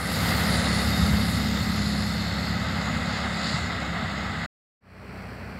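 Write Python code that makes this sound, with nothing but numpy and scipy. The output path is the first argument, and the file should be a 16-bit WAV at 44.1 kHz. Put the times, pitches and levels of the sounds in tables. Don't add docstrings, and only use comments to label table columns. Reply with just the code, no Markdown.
import sys
import numpy as np
from scipy import signal
from scipy.fft import rfft, irfft
from scipy.io import wavfile
from scipy.ndimage import uniform_filter1d

SR = 44100
rng = np.random.default_rng(int(sys.argv[2]) if len(sys.argv) > 2 else 0)


def master_out(mix):
    frames = np.transpose(np.atleast_2d(mix))
    ceiling = np.clip(frames, -1, 1)
    pcm = np.round(ceiling * 32767).astype(np.int16)
    wavfile.write(sys.argv[1], SR, pcm)


N = 246519


def from_db(db):
    return 10 ** (np.asarray(db) / 20)


def rms_one(x):
    return x / np.sqrt(np.mean(x ** 2) + 1e-20)


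def seconds():
    return np.arange(N) / SR


def in_time(curve):
    return np.interp(seconds(), *np.transpose(curve))


def drift(rate_hz):
    pole = np.exp(-80 * np.pi * rate_hz / SR)
    noise = rng.standard_normal(N // 40 + 2002)
    slow = signal.lfilter([1], [1, -2 * pole, pole * pole], noise)[2000:]
    return np.interp(np.arange(N) / 40, np.arange(len(slow)), rms_one(slow))


def coloured(x, spectrum):
    hz, db = np.transpose(spectrum)
    f = np.maximum(np.arange(N // 2 + 1) * SR / N, 1)
    skirts = 1 / np.sqrt((1 + (hz[0] / f) ** 16) * (1 + (f / hz[-1]) ** 16))
    gain = from_db(np.interp(np.log(f), np.log(hz), db))
    return rms_one(irfft(rfft(x) * skirts * gain, N))


def resonator(hz, width_hz):
    r = np.exp(-np.pi * width_hz / SR)
    return (1 - r * r) / 2 * np.array([1, 0, -1]), [1, -2 * r * np.cos(2 * np.pi * hz / SR), r * r]


def gliding(x, centre_hz, width_hz, block=512):
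    band, state = np.zeros(N), np.zeros(2)
    for i in range(0, N, block):
        b, a = resonator(centre_hz[i], width_hz)
        band[i:i + block], state = signal.lfilter(b, a, x[i:i + block], zi=state)
    return band


def ring(force, hz, t60_s):
    r, w = from_db(-60 / (t60_s * SR)), 2 * np.pi * hz / SR
    return signal.lfilter([0, np.sin(w)], [1, -2 * r * np.cos(w), r * r], force + 1e-18)


def puffs(cycles, depth, flutter_db):
    swell = np.exp(depth * np.cos(2 * np.pi * cycles))
    return rms_one(rng.standard_normal(N) * swell * from_db(flutter_db * drift(17.7)))


def pipe_drone(turns, orders, waver_db, jitter_turns, smear_rad):
    shaken = turns + jitter_turns * drift(20)
    lines = np.zeros(N)
    for k, db in orders:
        gain = from_db(db + waver_db * np.log(k) * drift(5.1))
        lines += gain * np.cos(2 * np.pi * k * shaken - smear_rad * k * k)
    return rms_one(lines)


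# f/Hz, level/dB
FLOOR_SPECTRUM = [(2000, -0.5), (9000, -2), (15700, -1.5)]
def microphone_hiss():
    return from_db(-79.5) * coloured(rng.standard_normal(N), FLOOR_SPECTRUM)


# f/Hz, level/dB
RUMBLE_SPECTRUM = [(20, -27), (36, -30.5), (52, -17), (66, -10), (87, 1), (115, -4.5), (145, -4),
                   (168, -1.5), (195, -5.5), (250, -6.5), (300, -14.5), (350, -17.5), (500, -42)]
def rumble(turns, depth):
    return coloured(puffs(turns, depth, flutter_db=1.0), RUMBLE_SPECTRUM)


# crank order, level/dB
FAR_EXHAUST_LINES = [(2, 0), (3, 0), (4, -5), (6, -0.5), (7, -5), (8, -15), (9, -12), (15, -12.5),
                     (17, -16)]
# f/Hz, level/dB
FAR_TYRE_SPECTRUM = [(180, -35), (300, -8), (358, -7), (401, -2), (499, -8), (548, -3), (704, -6.5),
                     (765, -5), (1000, -10.5), (1220, -6.5), (2160, -10), (2480, -11.5), (3600, -31.5),
                     (4680, -63), (7920, -120)]
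FAR_HISS_SPECTRUM = [(1940, -36), (3300, -8), (3450, -13), (3760, -12), (4280, -1.5), (4390, 0),
                     (5190, -9.5), (5650, -9), (6560, -24), (7760, -13), (8890, -17.5), (10200, -20.5),
                     (15500, -20)]
def far_lorry(crank_hz=31.3, start_s=4.807, fade_s=0.37):
    turns = crank_hz * seconds()
    fade_in = np.clip((seconds() - start_s) / fade_s, 0, 1)
    drone = pipe_drone(turns, FAR_EXHAUST_LINES, waver_db=0.5, jitter_turns=0.0054, smear_rad=0.3)
    exhaust = from_db(-41.6) * drone + from_db(-43.6) * rumble(turns, depth=0.35)
    tyres = from_db(-42.55) * coloured(puffs(2 * turns, depth=0.094, flutter_db=0), FAR_TYRE_SPECTRUM)
    hiss = from_db(-57) * coloured(puffs(2 * turns, depth=0.11, flutter_db=0.2), FAR_HISS_SPECTRUM)
    return fade_in * (exhaust + tyres + hiss)


# peak t/s, half-length/s, f/Hz, width/Hz, level/dB
GEAR_WHISTLES = [(1.1, .9, 3710, 32, -43.5), (0.75, 0.11, 4420, 220, -37), (2.248, 0.59, 4356, 190, -43),
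                 (2.89, 0.086, 6893, 400, -48.5), (3.63, .1, 6940, 400, -51),
                 (3.928, 0.054, 6940, 200, -61), (4.202, 0.11, 6640, 300, -57)]
def whistles():
    out = np.zeros(N)
    for peak_s, half_s, hz, width_hz, db in GEAR_WHISTLES:
        b, a = resonator(hz, width_hz)
        band = signal.lfilter(b, a, rng.standard_normal(N))
        tone = rms_one(signal.lfilter(b, a, band))
        out += from_db(db) * tone * np.exp(-2 * ((seconds() - peak_s) / half_s) ** 2)
    return out


# t/s, f/Hz
SWIRL_CENTRE = [(0, 10800), (.35, 13800), (.52, 9800), (.75, 9600), (.92, 11900), (1.33, 11100),
                (1.53, 13900), (1.8, 11100), (2.45, 12200), (3.5, 9400)]
def swirl(x, width_hz=1600, bypass_db=-9, wander_hz=350):
    centre_hz = in_time(SWIRL_CENTRE) + wander_hz * drift(4.3)
    mixed = gliding(x, centre_hz, width_hz) + from_db(bypass_db) * x
    return mixed / np.sqrt(uniform_filter1d(mixed ** 2, SR // 10) + 1e-12)


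# f/Hz, level/dB
SIZZLE_SPECTRUM = [(8500, 6.5), (9420, 6), (10400, -1), (11400, 1), (13000, -5.5), (15500, -4)]
# t/s, level/dB
SIZZLE_ENVELOPE = [(0, -44), (.3, -39.5), (.75, -40), (1.33, -45.5), (1.53, -49), (1.83, -48), (2.47, -53),
                   (2.72, -60.5), (3.5, -59), (3.9, -69)]
def sizzle(turns):
    level_db = in_time(SIZZLE_ENVELOPE) + 1.27 * drift(2.7)
    noise = coloured(puffs(2 * turns, depth=0.1, flutter_db=1.2), SIZZLE_SPECTRUM)
    return from_db(level_db) * swirl(noise)


def driving_away_db(top_db, rise_db, rise_s, hold_until_s, fade_db_per_s):
    t = seconds()
    return top_db - rise_db * np.maximum(1 - t / rise_s, 0) - fade_db_per_s * np.maximum(t - hold_until_s, 0)


# f/Hz, level/dB
HISS_SPECTRUM = [(1350, -39.5), (2300, -4.5), (2420, -20), (2710, -6.5), (3260, -8.5), (3610, 0), (4290, 3),
                 (5090, -1), (5900, -13), (7080, -6), (7630, -8.5), (8600, -21), (9000, -20.5),
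                 (11700, -42.5), (19800, -120)]
# peak t/s, half-length/s, boost/dB
HISS_SWELLS = [(3.147, 0.14, 2.6), (3.52, 0.14, 9)]
def engine_hiss(turns):
    level_db = driving_away_db(top_db=-33.5, rise_db=8, rise_s=0.22, hold_until_s=0.56, fade_db_per_s=3)
    for peak_s, half_s, boost_db in HISS_SWELLS:
        level_db += boost_db * np.exp(-((seconds() - peak_s) / half_s) ** 2)
    return from_db(level_db) * coloured(puffs(2 * turns, depth=0.12, flutter_db=0.5), HISS_SPECTRUM)


def flicker(x, depth=0.23, width_hz=350):
    bands = (signal.lfilter(*resonator(hz, width_hz), x) for hz in np.geomspace(3000, 12000, 16))
    return x + depth * sum(drift(6.0) * band for band in bands)


# f/Hz, width/Hz, level/dB
PANEL_MODES = [(546, 50, -5.5), (1279, 80, 1.5), (2020, 170, 4.5)]
def clatter(turns, sharpness=0.65, uneven_db=0.6):
    strength = from_db(uneven_db * drift(44))
    knocks = rng.standard_normal(N) * np.exp(-sharpness * (2 * turns % 1)) * strength
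    panels = np.zeros(N)
    for hz, width_hz, db in PANEL_MODES:
        panels += from_db(db) * rms_one(signal.lfilter(*resonator(hz, width_hz), knocks))
    return rms_one(panels)


# f/Hz, level/dB
TYRE_SPECTRUM = [(190, -28.5), (330, -9.5), (350, -13), (426, -2.5), (471, -4.5), (539, -2), (592, -4),
                 (783, -2.5), (1000, -9), (1280, -2), (1780, -6), (1990, -1), (2130, -3.5), (2300, -21),
                 (2500, -11.5), (3100, -17), (3700, -12), (5500, -43)]
# t/s, level/dB
ROAR_ENVELOPE = [(0, -33.5), (.33, -28.5), (.7, -29.5), (1.45, -33.5), (2.15, -34.5), (3.2, -30.8),
                 (4.45, -33)]
def roar(turns):
    tyres = from_db(-0.26) * coloured(puffs(turns, depth=0.053, flutter_db=0.7), TYRE_SPECTRUM)
    return from_db(in_time(ROAR_ENVELOPE)) * (tyres + from_db(-9) * clatter(turns))


# t/s, blow level/dB, favoured f/Hz
ROAD_BUMPS = [(0.31, -18.5, 90.5), (0.49, -16.5, 176), (0.603, -14.5, 160.4), (0.921, -18.5, 170),
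              (1.02, -12, 88), (1.090, -18.5, 130), (1.122, -11.5, 70), (1.609, -18, 105), (1.8, -18, 220),
              (3.528, -17, 126), (3.83, -33, 75), (4.021, -23, 164.9)]
# f/Hz, level/dB, t60/s
BODY_MODES = [(55, -5.5, 0.11), (84, -1, 0.14), (122.8, -3, 0.14), (151.4, -2, .13), (215, -4, 0.076)]
def thumps(contact_hz=320, falloff_db_per_octave=14):
    bump_s, blow_db, favoured_hz = np.transpose(ROAD_BUMPS)
    body = np.zeros(N)
    for k, (hz, mode_db, t60_s) in enumerate(BODY_MODES):
        octaves_off = np.abs(np.log2(hz / favoured_hz))
        force = np.zeros(N)
        force[(bump_s * SR).astype(int)] = from_db(blow_db + mode_db - falloff_db_per_octave * octaves_off)
        body += (-1) ** k * ring(force, hz, t60_s)
    return signal.sosfilt(signal.butter(2, [48, contact_hz], "band", fs=SR, output="sos"), body)


# crank order, level/dB
NEAR_EXHAUST_LINES = [(2, 0), (2.5, -17), (3, -2), (4.5, -11.5), (5, 0.7), (6, 0), (7, -6.5), (9, -14),
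                      (11, -20)]
def near_exhaust(turns):
    level_db = driving_away_db(top_db=-24, rise_db=5.5, rise_s=0.45, hold_until_s=1.11, fade_db_per_s=2.5)
    drone = pipe_drone(turns, NEAR_EXHAUST_LINES, waver_db=1.67, jitter_turns=0.0019, smear_rad=0.201)
    return from_db(level_db) * (from_db(-2.54) * drone + from_db(-4.5) * rumble(turns, depth=0.25))


# f/Hz, width/Hz, full depth/0-1
REFLECTION_DIPS = [(2370, 140, 0.4), (5930, 880, 0.7), (8710, 750, 0.8), (10400, 540, 0.6),
                   (12800, 910, .55)]
def reflections(x, deepen_s=4.3, ground_hz=288, climb_hz_per_s=45, ground_depth=0.52):
    t = seconds()
    grazing = np.clip(0.069 + t / deepen_s, 0, 1)
    for hz, width_hz, depth in REFLECTION_DIPS:
        x = x - depth * grazing * signal.lfilter(*resonator(hz, width_hz), x)
    return x - ground_depth * grazing * gliding(x, ground_hz + climb_hz_per_s * t, width_hz=190)


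# t/s, f/Hz
CRANK_RATE = [(0, 34.1), (3.55, 35), (4.0, 33.8), (4.45, 33)]
def near_lorry():
    turns = np.cumsum(in_time(CRANK_RATE)) / SR
    treble = flicker(engine_hiss(turns) + sizzle(turns))
    airborne = near_exhaust(turns) + roar(turns) + treble
    return reflections(airborne) + whistles() + thumps()


def scene(cut_s=4.463, cut_fade_s=0.004):
    gate = np.clip((cut_s - seconds()) / cut_fade_s, 0, 1)
    near = near_lorry() + microphone_hiss()
    return (gate * near + far_lorry())[None]


def record(dry, cutoff_hz=15700):
    return signal.sosfilt(signal.ellip(12, 0.1, 90, cutoff_hz, fs=SR, output="sos"), dry)


dry = scene()
out = record(dry)
master_out(out)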